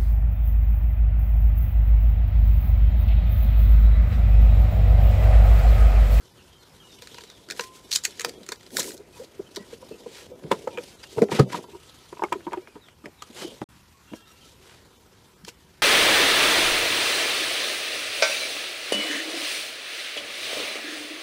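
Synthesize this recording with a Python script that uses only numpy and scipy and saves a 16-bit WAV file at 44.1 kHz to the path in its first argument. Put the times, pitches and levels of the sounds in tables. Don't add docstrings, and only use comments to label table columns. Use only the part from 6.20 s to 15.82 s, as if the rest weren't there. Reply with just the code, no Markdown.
import sys
import numpy as np
from scipy import signal
from scipy.fft import rfft, irfft
from scipy.io import wavfile
from scipy.ndimage import uniform_filter1d, minimum_filter1d

SR = 44100
rng = np.random.default_rng(int(sys.argv[2]) if len(sys.argv) > 2 else 0)


def master(y):
    cut = np.clip(np.atleast_2d(y).T, -1, 1)
    pcm = np.round(cut * 32767)
    wavfile.write(sys.argv[1], SR, pcm.astype(np.int16))


def attenuation_scalar(level_db):
    decades = np.asarray(level_db, float) / 20
    return 10 ** decades


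N = 424241


def time(length):
    return np.arange(int(length * SR)) / SR


def evened(x):
    return x / np.sqrt(np.mean(x ** 2) + 1e-20)


def peaked(x):
    return x / abs(x).max()


def read(points, hz):
    f, value = np.transpose(points)
    return np.interp(np.log(hz + 1), np.log(f + 1), value)


def add(mix, s, sound):
    part = mix[round(s * SR):][:len(sound)]
    part += sound[:len(part)]


def band(x, low_hz, high_hz):
    return signal.sosfilt(signal.butter(3, [low_hz, high_hz], "band", fs=SR, output="sos"), x)


def coloured(x, points):
    gain_db = read(points, abs(np.fft.fftfreq(2048, 1 / SR)))
    log_gain = np.log(attenuation_scalar(np.maximum(gain_db, -90)))
    taps = np.fft.ifft(np.exp(np.conj(signal.hilbert(log_gain)))).real[:1024]
    return signal.oaconvolve(x, taps / np.linalg.norm(taps))[:len(x)]


def resonate(x, hz, width):
    return signal.lfilter(*signal.iirpeak(hz, hz / width, SR), x)


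def ring(hz, t60, rise):
    t = time(1.2 * t60 + rise)
    onset = np.sin(np.pi / 2 * np.minimum(t / rise, 1)) ** 2
    return np.sin(2 * np.pi * hz * t) * attenuation_scalar(-60 * t / t60) * onset


def grains(per_s, spread_db):
    size = attenuation_scalar(spread_db * np.minimum(rng.exponential(1, N), 5)) * rng.choice([-1., 1.], N)
    return evened(size * (rng.random(N) < per_s / SR))


def swell(middle, length):
    return np.exp(-(3.06 * (np.arange(N) / SR - middle) / length) ** 2)


def drifting(shape, frames, bins):
    patches = rng.standard_normal(shape)
    return evened(uniform_filter1d(uniform_filter1d(patches, size=bins, axis=0), size=frames, axis=1))


def mottled(x, patchy_db):
    z = signal.stft(x, nperseg=512, noverlap=384)[2]
    patches = drifting(z.shape, frames=14, bins=10)
    return evened(signal.istft(z * attenuation_scalar(patchy_db * patches), nperseg=512, noverlap=384)[1][:len(x)])


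# frequency in Hz, level in dB per Hz
AIR = [(15, -59.5), (25, 1.5), (97, 3), (256, -6.5), (451, -23), (489, -30), (714, -18), (840, -16),
       (1070, -17.5), (1260, -12), (3710, -22), (14700, -28.5), (16000, -58)]


def air():
    frames, hz = N // 256 + 5, np.fft.rfftfreq(1024, 1 / SR)
    a, b = rng.standard_normal((2, 513, frames))
    flicker = evened(uniform_filter1d(rng.standard_normal(frames), size=6))
    patches = drifting((513, frames), frames=12, bins=20)
    steadier_lows = np.clip(hz / 300, .45, 1)[:, None]
    level_db = read(AIR, hz)[:, None] + (2.6 * patches + 1.4 * flicker) * steadier_lows
    z = (a + 1j * b) * attenuation_scalar(level_db)
    return attenuation_scalar(-57) * evened(signal.istft(z, nperseg=1024, noverlap=768)[1][:N])


# start in seconds, length in seconds, first pitch in Hz, last pitch in Hz, level in dB
BIRD = [(.155, .055, 3350, 2400, -63), (.3, .09, 3200, 3080, -67), (.375, .06, 4350, 4100, -66),
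        (.58, .09, 3300, 2700, -61), (.685, .06, 3800, 3500, -61), (.9, .085, 3650, 2450, -61),
        (1.05, .08, 4100, 3400, -65), (1.13, .05, 3700, 3100, -64), (6.39, .065, 2100, 2550, -70),
        (6.445, .09, 2550, 2300, -70), (6.585, .13, 4100, 2600, -67), (6.96, .09, 4100, 2800, -66)]


def bird():
    out = np.zeros(N)
    husk = 1 + 1.1 * evened(uniform_filter1d(rng.standard_normal(N), size=200))
    for s, length, first_hz, last_hz, db in BIRD:
        u = time(length) / length
        pitch = first_hz + (last_hz - first_hz) * u ** 1.4
        whistle = np.sin(2 * np.pi * np.cumsum(pitch) / SR)
        add(out, s, attenuation_scalar(db + 9) * whistle * (.4 + .8 * u) * signal.windows.tukey(len(u), .5))
    echoes = rng.standard_normal(6000) * attenuation_scalar(-60 * np.arange(6000) / SR / 0.23)
    return .6 * husk * out + 1.1 * signal.oaconvolve(out, echoes / np.linalg.norm(echoes))[:N]


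# start in seconds, level in dB
TOUCHES = [
    (1.394, -40),
    (3.37, -60),
]
# pitch in Hz, level in dB, time to fall 60 dB in seconds
BOWL = [(1034, 0, .67), (1933, -9, .25), (2794, -16, .2)]


def bowl():
    out = np.zeros(N)
    for s, blow_db in TOUCHES:
        for hz, db, t60 in BOWL:
            add(out, s, attenuation_scalar(blow_db + db) * ring(hz, t60, rise=0.00079))
    return out


def rubbed(notes):
    out = np.zeros(N)
    for s, length, hz, db in notes:
        rub = rng.standard_normal(SR // 2)
        note = resonate(resonate(rub, hz, .04 * hz), hz, .04 * hz)
        note = evened(note)[-len(time(length)):]
        add(out, s, attenuation_scalar(db + 7.5) * note * signal.windows.tukey(len(note), .5))
    return out


# start in seconds, length in seconds, pitch in Hz, level in dB
RIM = [(7.85, .45, 2760, -73), (7.865, .1, 2760, -68), (7.715, .12, 1100, -71), (8.07, .05, 1320, -67),
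       (7.83, .5, 1330, -75), (8.21, .08, 1320, -69), (7.94, .1, 1640, -72), (3.71, .05, 2650, -64),
       (4.827, .024, 4780, -53), (4.51, .06, 2420, -65), (7.86, .2, 3250, -70), (7.94, .2, 3620, -75),
       (8.2, .07, 3150, -69), (8.07, .07, 5700, -70)]


def rim():
    return rubbed(RIM)


# start in seconds, length in seconds, pitch in Hz, level in dB
SQUEAKS = [(2.93, .045, 2500, -66), (3.015, .03, 3280, -67), (3.255, .03, 3100, -67),
           (3.42, .045, 1550, -69), (3.505, .05, 1600, -68), (3.37, .09, 1940, -64),
           (4.311, .02, 3500, -44), (2.95, .06, 950, -63), (2.12, .075, 3300, -69), (5.6, .25, 1300, -73),
           (6.22, .025, 2850, -66), (6.035, .02, 2200, -48), (5.325, .035, 980, -46),
           (5.33, .022, 3250, -52), (.93, .11, 950, -68), (8.07, .025, 3850, -68), (7.94, .04, 5600, -70),
           (8.22, .04, 2950, -69), (4.5, .1, 930, -59), (4.78, .03, 3900, -68), (4.85, .03, 2800, -64),
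           (4.571, .024, 2430, -48), (7.17, .13, 3050, -57)]


def squeaks():
    return rubbed(SQUEAKS)


# frequency in Hz, level in dB per Hz
RUSTLE = [(880, -34.5), (1500, 3.5), (2640, 5), (3000, 8.5), (3280, 7.5), (6690, 0.5), (12400, -7.5),
          (15400, -16), (16000, -49)]
# time in seconds, effort in dB
RUSTLING = [(0.0, -62), (0.59, -60.5), (0.94, -51.5), (1.1, -56), (1.39, -62.5), (1.9, -50.5), (2.04, -54),
            (2.65, -63), (2.76, -67.5), (3.56, -56.5), (3.91, -58.5), (4.07, -68), (4.35, -56), (6.03, -57),
            (6.92, -72), (7.21, -44), (7.5, -64.5), (9.62, -65)]


def rustling(ticks, effort_db):
    return attenuation_scalar(effort_db) * mottled(coloured(ticks, RUSTLE), patchy_db=2.6)


# middle in seconds, length in seconds, centre in Hz, level in dB
BRUSHES = [(1.418, 0.18, 3900, -44.5), (4.987, .06, 4500, -49), (4.93, .1, 4000, -56),
           (5.035, .04, 3500, -49), (4.325, .04, 2500, -46), (2.09, .03, 4000, -46), (1.74, .08, 5500, -36),
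           (5.43, .06, 4500, -58), (3.975, .1, 1500, -54), (1.566, 0.079, 5000, -51.5),
           (2.586, 0.085, 9000, -36), (2.633, 0.34, 6200, -40), (2.993, 0.22, 4620, -56),
           (2.97, 0.13, 1000, -56.5), (3.531, 0.089, 1780, -55), (3.983, 0.28, 2570, -49.5),
           (4.38, 0.16, 3200, -58), (4.668, 0.23, 3600, -56.5), (4.84, 0.04, 1600, -47),
           (5.123, 0.039, 1980, -37.5), (5.169, 0.16, 1500, -32.5), (5.341, 0.14, 1600, -38.5),
           (6.854, 0.043, 1500, -56.5), (7.206, 0.14, 1500, -40), (7.954, 0.12, 4730, -57),
           (8.093, 0.099, 3900, -62), (8.26, 0.3, 3450, -60), (8.5, 0.3, 1600, -56),
           (9.285, 0.06, 3200, -46.5)]


def brushes(ticks):
    out = np.zeros(N)
    for middle, length, hz, db in BRUSHES:
        start = middle - length / 2
        part = ticks[round(start * SR):][:len(time(length))]
        brush = resonate(resonate(part, hz, 1.6 * hz), hz, min(5.4 * hz, 12000))
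        add(out, start, attenuation_scalar(db) * evened(brush) * np.hanning(len(part)))
    return out


# pitch in Hz, width in Hz, level in dB
HOLLOW = [(195, 64, -5), (290, 180, 6.5), (374, 58, 10.5), (466, 53, 5), (803, 160, -6.5), (980, 130, 6.5),
          (1500, 850, -3), (2200, 440, -32)]
# time in seconds, effort in dB
GRIP = [(0.0, -62), (1.37, -54.5), (2.6, -59), (2.84, -55.5), (4.23, -51.5), (4.39, -57), (4.93, -54.5),
        (5.19, -33.5), (5.54, -57.5), (5.95, -61.5), (6.16, -50), (6.59, -61), (7.02, -67), (7.23, -41),
        (7.53, -70), (8.38, -59.5), (9.62, -64)]
# middle in seconds, length in seconds, level in dB
DRAGS = [(1.317, 0.088, -50), (2.1, 0.058, -45), (2.196, 0.14, -47), (2.603, 0.19, -38), (2.733, 0.19, -50),
         (4.258, 0.071, -47), (4.353, 0.28, -47), (4.565, 0.19, -44.5), (5.008, 0.1, -31), (5.2, 0.04, -25),
         (5.16, .1, -36), (5.38, .1, -42), (2.065, .05, -42), (5.215, 0.017, -52), (6.869, 0.057, -40.5)]


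def hollow_handling(ticks, bumps, effort_db):
    low_bumps = band(bumps, 100, 750)
    drum = evened(sum(attenuation_scalar(db) * resonate(low_bumps, hz, w) for hz, w, db in HOLLOW[:4]))
    scrape = evened(sum(attenuation_scalar(db) * resonate(ticks + bumps, hz, w) for hz, w, db in HOLLOW[4:]))
    scrape_db = -64 + 0.37 * (effort_db - effort_db.mean())
    grip = attenuation_scalar(np.interp(np.arange(N) / SR, *np.transpose(GRIP)))
    for middle, length, db in DRAGS:
        grip = grip + attenuation_scalar(db) * swell(middle, length)
    return attenuation_scalar(scrape_db) * scrape + grip * drum


def handling():
    effort_db = np.interp(np.arange(N) / SR, *np.transpose(RUSTLING))
    clumps = evened(uniform_filter1d(uniform_filter1d(rng.standard_normal(N), size=400), size=400))
    ticks = 2.1 * grains(per_s=4600, spread_db=-1.0) + rng.standard_normal(N)
    ticks = ticks * attenuation_scalar(2.0 * clumps)
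    bumps = grains(per_s=2500, spread_db=2.5) * attenuation_scalar(2.0 * clumps)
    return rustling(ticks, effort_db) + brushes(ticks) + hollow_handling(ticks, bumps, effort_db)


# start in seconds, peak in dB, pitch in Hz
THUDS = [(3.402, -34.5, 200), (4.245, -29, 156), (4.314, -26, 200), (4.974, -26, 123), (5.125, -21, 158),
         (5.1975, -1.5, 136), (5.143, -23, 210), (5.225, -22, 252), (5.344, -29, 176.5), (7.412, -31, 128),
         (7.921, -33.5, 235.5), (9.236, -38, 191)]


def thuds():
    out = np.zeros(N)
    for s, db, hz in THUDS:
        add(out, s - .004, attenuation_scalar(db + 5.5) * ring(hz, .075, rise=.011))
        add(out, s + .01, attenuation_scalar(db - 14) * ring(1.4 * hz, 0.17, rise=0.022))
        add(out, s, attenuation_scalar(db - 21) * ring(.93 * hz, 0.3, rise=.03))
    return out


def knocks(blows, contact):
    out, t = np.zeros(N), np.arange(3000) / SR
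    for s, db, hz, wall_db, wall_hz in blows:
        z = rng.standard_normal(3000)
        split_hz = hz * (1 + .08 * z[0])
        add(out, s - .003, attenuation_scalar(db + 3 + 860 * contact) * ring(hz, 5.5 * contact, rise=contact * 1.15))
        add(out, s + .004, attenuation_scalar(db - 12.5) * ring(split_hz, 17 * contact, rise=contact * 3.0))
        add(out, s - .001, attenuation_scalar(db + wall_db + 290 * contact) * ring(wall_hz, 0.035, rise=contact * 0.19))
        puff = z * attenuation_scalar(890 * contact - 60 * t / 0.041) * np.minimum(t / contact, 1) ** 2
        rattle = attenuation_scalar(db + 10.5) * band(puff, 170, 607) + attenuation_scalar(db + wall_db + 5.5) * band(puff, 600, 1380)
        add(out, s - .002, rattle)
    return out


# start in seconds, peak in dB, hollow note in Hz, wall note in dB relative
TAPS = [(.823, -43, 487, -4), (.945, -46, 435, -11), (.984, -43.5, 473, 5), (1.036, -43, 440, -10),
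        (1.285, -44, 322, -22), (1.879, -42, 421, -21), (1.395, -26.5, 481, 0.5), (2.047, -27, 481, -3),
        (2.29, -34, 377, -10), (2.319, -34.5, 443, 1.5), (2.533, -37.5, 232, -19.5), (2.588, -29, 523, 2.5),
        (2.679, -35.5, 412, -5), (2.802, -36, 407, -32), (2.999, -31, 462, -15), (3.195, -24.5, 385, -26),
        (3.371, -26.5, 393, -10.5), (3.53, -31, 467, -19.5), (3.627, -36.5, 516, -5),
        (3.712, -27, 442, -34), (3.862, -28, 477, -15), (4.117, -33, 497, -24), (2.0, -36, 450, -20),
        (3.742, -40, 450, -30), (4.02, -43, 480, -30), (4.135, -40, 500, -30)]


def taps():
    return knocks([(*row, 990) for row in TAPS], contact=0.0084)


# start in seconds, peak in dB, hollow note in Hz, wall in dB relative, wall in Hz
DROPS = [(4.254, -28.5, 408, -34, 1030), (4.315, -7, 469, -4, 987), (4.474, -18, 517, -4, 866),
         (5.0205, -.5, 452, -22, 800), (5.0335, -17, 470, -20, 940), (4.3215, -15, 380, 0, 900),
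         (4.983, -15, 445, -8, 900), (5.092, -26, 425, -6.5, 785), (5.119, -16, 392, -5, 920),
         (5.191, -16.5, 302, -0.5, 780), (5.197, -5.5, 432, -8.5, 1264), (5.345, -29.5, 297, 9, 974),
         (5.389, -33.5, 353, -5, 980), (5.442, -42.5, 390, 6, 980)]


def drops():
    return knocks(DROPS, contact=0.0063)


# start in seconds, peak in dB, hollow note in Hz, wall in dB relative,
# wall in Hz
NUDGES = [(5.928, -27, 392, -6, 990), (5.995, -36.5, 357, 6.5, 980), (6.022, -23.5, 392, 7.5, 886),
          (6.0365, -19.5, 368, 4, 850), (6.123, -22, 363, 5, 980), (6.134, -29, 370, 2, 1000),
          (6.269, -23.5, 327, -2, 920), (6.321, -31, 444, 0.5, 880), (6.336, -28.5, 370, 8, 950),
          (5.97, -44, 400, 5, 980), (6.278, -33, 350, 4, 980), (6.556, -35, 270, -5, 924),
          (6.563, -36, 424, -3, 940), (6.842, -33.5, 295, -10, 1240), (7.022, -44.5, 420, 13, 1200),
          (7.102, -35.5, 246, -15, 774), (7.248, -25, 326, -27, 740), (7.32, -36.5, 427, -11, 800),
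          (7.418, -21, 309, -7, 812), (7.918, -33, 244, -16.5, 825), (7.935, -25, 266, -14, 980),
          (9.28, -32, 430, -6, 970)]


def nudges():
    return knocks(NUDGES, contact=0.0057)


# start in seconds, peak in dB, hollow note in Hz, wall in dB relative, wall in Hz
ROCKS = [(4.972, -27, 445, -6, 860), (5.533, -41, 372, -6, 950), (5.548, -36, 380, -2, 950),
         (6.155, -28, 384, -16, 985), (6.372, -28, 369, -6, 780), (6.326, -35, 420, 2, 900),
         (4.578, -27, 487, -8, 944), (3.012, -37, 520, -10, 800), (5.485, -45, 400, 0, 900),
         (4.44, -41, 420, -15, 900), (2.078, -36, 460, -20, 900)]


def rocks():
    return knocks(ROCKS, contact=.012)


# pitch in Hz, width in Hz, level in dB
PATCHES = [(3450, 360, -1), (4120, 450, 12.5), (5450, 840, 10), (6700, 900, 2), (4550, 500, 10)]


def snap(out, s, db, body_db, ring_hz, low_hz):
    z = rng.standard_normal(3500)
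    t = np.arange(3500) / SR - .012
    creep = attenuation_scalar(-14 + 1800 * t) * (t < 0)
    shake = np.exp(-(t / 0.0027) ** 2) + attenuation_scalar(-8 - 60 * t / 0.055) + attenuation_scalar(-34 - 60 * t / 0.12)
    tick = 7 * (abs(t) < .5 / SR)
    burst = z * np.sqrt(abs(z)) * (creep + shake * (t >= 0)) + tick

    film = 0.39 * band(burst, 2700, 8000)
    for k, (hz, width, patch_db) in enumerate(PATCHES):
        film = film + attenuation_scalar(patch_db) * resonate(burst, hz * (1 + 0.062 * z[k]), width)
    own_ring = peaked(resonate(burst, ring_hz, 550))
    film = peaked(film) + attenuation_scalar(-3 + max(body_db, 0)) * own_ring

    weight = low_hz / 1350
    body = .5 * band(burst, low_hz, 3000)
    body = body + 0.24 * weight ** 2 * resonate(burst, 1700, 500) + 0.052 * resonate(burst, 1900, 240)
    treble = signal.butter(3, 8500, "high", fs=SR, output="sos")
    sparkle = attenuation_scalar(-33) * weight ** 4 * peaked(signal.sosfilt(treble, burst - .7 * tick))
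    sound = peaked(film) + attenuation_scalar(body_db + 3.5) * peaked(body) + sparkle
    add(out, s + .0005 + t[0], attenuation_scalar(db + .2) * sound)


# start in seconds, peak in dB, ring in Hz
CREASES = [(4.238, -57, 3000), (4.265, -58, 5200), (4.3152, -17, 3670), (4.3215, -25, 3400),
           (4.4746, -38, 6500), (4.318, -23, 3500), (5.972, -50, 2500), (6.128, -28, 4400),
           (4.574, -33, 2430), (4.5837, -35, 2390), (4.8384, -42, 1730), (4.981, -38, 3400),
           (5.019, -23, 3500), (5.086, -47, 2610), (5.1174, -35.5, 4050), (5.123, -30, 3300),
           (5.1947, -16, 3800), (5.301, -43, 1500), (5.3305, -35, 3200), (5.3459, -34.5, 1500),
           (2.0468, -14, 4700), (5.928, -52, 2250), (5.994, -53, 2200), (6.023, -50, 2200),
           (6.0365, -27.5, 2200), (6.084, -54, 3000), (6.125, -21, 2200), (6.2058, -52, 3300),
           (6.2667, -48, 2200), (6.31, -51, 3400), (6.321, -45, 2200), (6.3317, -30.5, 3070),
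           (6.3745, -48.5, 2200), (6.473, -46, 3700), (6.5556, -54, 2960), (6.6848, -47.5, 4000),
           (6.8572, -33, 3000), (7.416, -35.5, 3030), (7.9342, -44, 2100), (8.495, -58, 2000)]


def creases():
    out = np.zeros(N)
    for s, db, ring_hz in CREASES:
        snap(out, s, db, -5.5 - 0.2706 * db, ring_hz, low_hz=600)
    return out


# start in seconds, peak in dB, body under 3 kHz in dB relative, ring in Hz
FOLDS = [(.821, -32, -9, 3990), (.872, -31, -7, 4050), (.944, -30, -14.5, 3950),
         (.983, -29.5, -9.5, 2640), (1.008, -36, -12, 4300), (1.0366, -32, -13, 3000),
         (1.1, -32.5, -11.5, 3830), (1.287, -33.5, -9, 2910), (1.3007, -21, -9, 3820),
         (1.3085, -20, -9, 5000), (1.3205, -28, -6, 3500), (1.364, -38, -8, 5000), (1.437, -30, -8, 5500),
         (1.3947, -18.5, -1.5, 4030), (1.4082, -22, -13, 6000), (1.7115, -24, -30, 5900),
         (1.716, -11.5, -41, 4150), (1.727, -9.5, -41, 4300), (1.7338, -15, -30, 4160),
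         (1.738, -19, -28, 4790), (1.7505, -14, -31, 6700), (1.7535, -15, -31, 6000),
         (1.7576, -9, -33, 4330), (1.7592, -7, -30, 6800), (1.7704, -21, -15, 6780),
         (1.786, -30, -10, 5000), (1.8478, -20, -20, 6500), (1.907, -36, -14, 7000),
         (1.837, -21, -25, 6690), (1.8426, -22, -28, 7400), (1.8508, -7.5, -10.5, 6600),
         (1.974, -37, -14, 6700), (1.9954, -18.5, -8.5, 6500), (2.0078, -20, -7, 6700),
         (2.0152, -20, -8, 6750), (2.0935, -28, -11, 4700),
         (2.232, -37, -15, 3860), (2.264, -32.5, -13, 7060), (2.2888, -22.5, -8.5, 6380),
           (2.32, -17, -13.5, 3700), (2.3251, -29, -4, 3320), (2.358, -36, -15, 3810),
           (2.409, -45, -5, 5780), (2.4307, -41, -9, 3390), (2.464, -37.5, -11, 4920),
           (2.505, -38.5, -10, 3390), (2.5685, -10, -11, 7000), (2.5925, -20, -18, 6000),
           (2.5995, -17, -16, 6500), (2.607, -24, -12, 2500), (2.673, -30, -15, 7500),
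           (2.705, -33, -6, 5000), (2.5832, -18, -18, 7500), (2.5955, -13, -19, 6730),
           (2.6028, -17, -9, 6500), (2.619, -24, -12, 4060), (2.629, -23, -12, 6880),
           (2.642, -27.5, -7, 6890), (2.7175, -32, -10, 6940), (2.7682, -39, -22, 6350),
           (2.777, -32, -22, 6370), (3.046, -40, -24, 4400), (3.349, -35, -14, 5770),
           (3.3601, -23, -16, 3880), (3.3662, -20, -16.5, 3940), (7.022, -26.5, -13, 2980),
           (9.248, -31.5, -9.5, 3210), (9.282, -26, -27, 3060), (9.288, -29, -12, 2860)]


def film_snaps():
    out = np.zeros(N)
    for row in FOLDS:
        snap(out, *row, low_hz=1350)
    return out


def yard(x):
    t = time(0.304)
    sparse = rng.choice([-1., 1.], len(t)) * (rng.random(len(t)) < .05)
    echoes = sparse * attenuation_scalar(-60 * t / 0.089) * (t > .003)
    return signal.oaconvolve(x, echoes / np.linalg.norm(echoes))[:N]


def scene():
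    background = air() + bird() + bowl() + rim() + squeaks() + handling()
    hits = thuds() + taps() + drops() + nudges() + rocks() + creases() + film_snaps()
    return (background + hits + attenuation_scalar(-12) * yard(hits))[None]


THIN_MOMENTS = [.122, .4, .656, .772, 1.654, 2.165, 2.38, 2.538, 4.139, 4.748, 5.067, 5.276, 5.462, 6.437,
                8.04, 8.783, 9.154]


def thinned(x):
    out, hz = x.copy(), np.fft.rfftfreq(2048, 1 / SR)
    window = np.sqrt(np.pad(signal.windows.tukey(1600, .5), 224))
    for s in THIN_MOMENTS:
        part = x[0, round(s * SR) - 1024:][:2048] * window
        z = rfft(part)
        strongest = abs(z) >= -minimum_filter1d(-abs(z), size=17)
        gain = attenuation_scalar(np.where(strongest | np.roll(strongest, 1), 4, -10))
        gain = np.where((hz < 1200) | (hz > 10000), 1, gain)
        add(out[0], s - 1024 / SR, window * (irfft(z * gain) - part))
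    return out


def roll_off(x):
    return signal.sosfilt(signal.butter(12, 16140, fs=SR, output="sos"), x)


def record(dry):
    t = np.arange(N) / SR
    kept = np.clip(np.maximum(7.442 - t, t - 7.488) / 0.0017, 0, 1)
    edge = signal.firwin(255, 15650, window=("kaiser", 8), fs=SR)[None]
    firm = signal.lfilter(*signal.butter(3, 50, "high", fs=SR), dry)
    limited = signal.oaconvolve(np.clip(firm, -.71, .71), edge, "same")
    mix = thinned(limited * kept)
    return roll_off(mix)


dry = scene()
out = record(dry)
master(out)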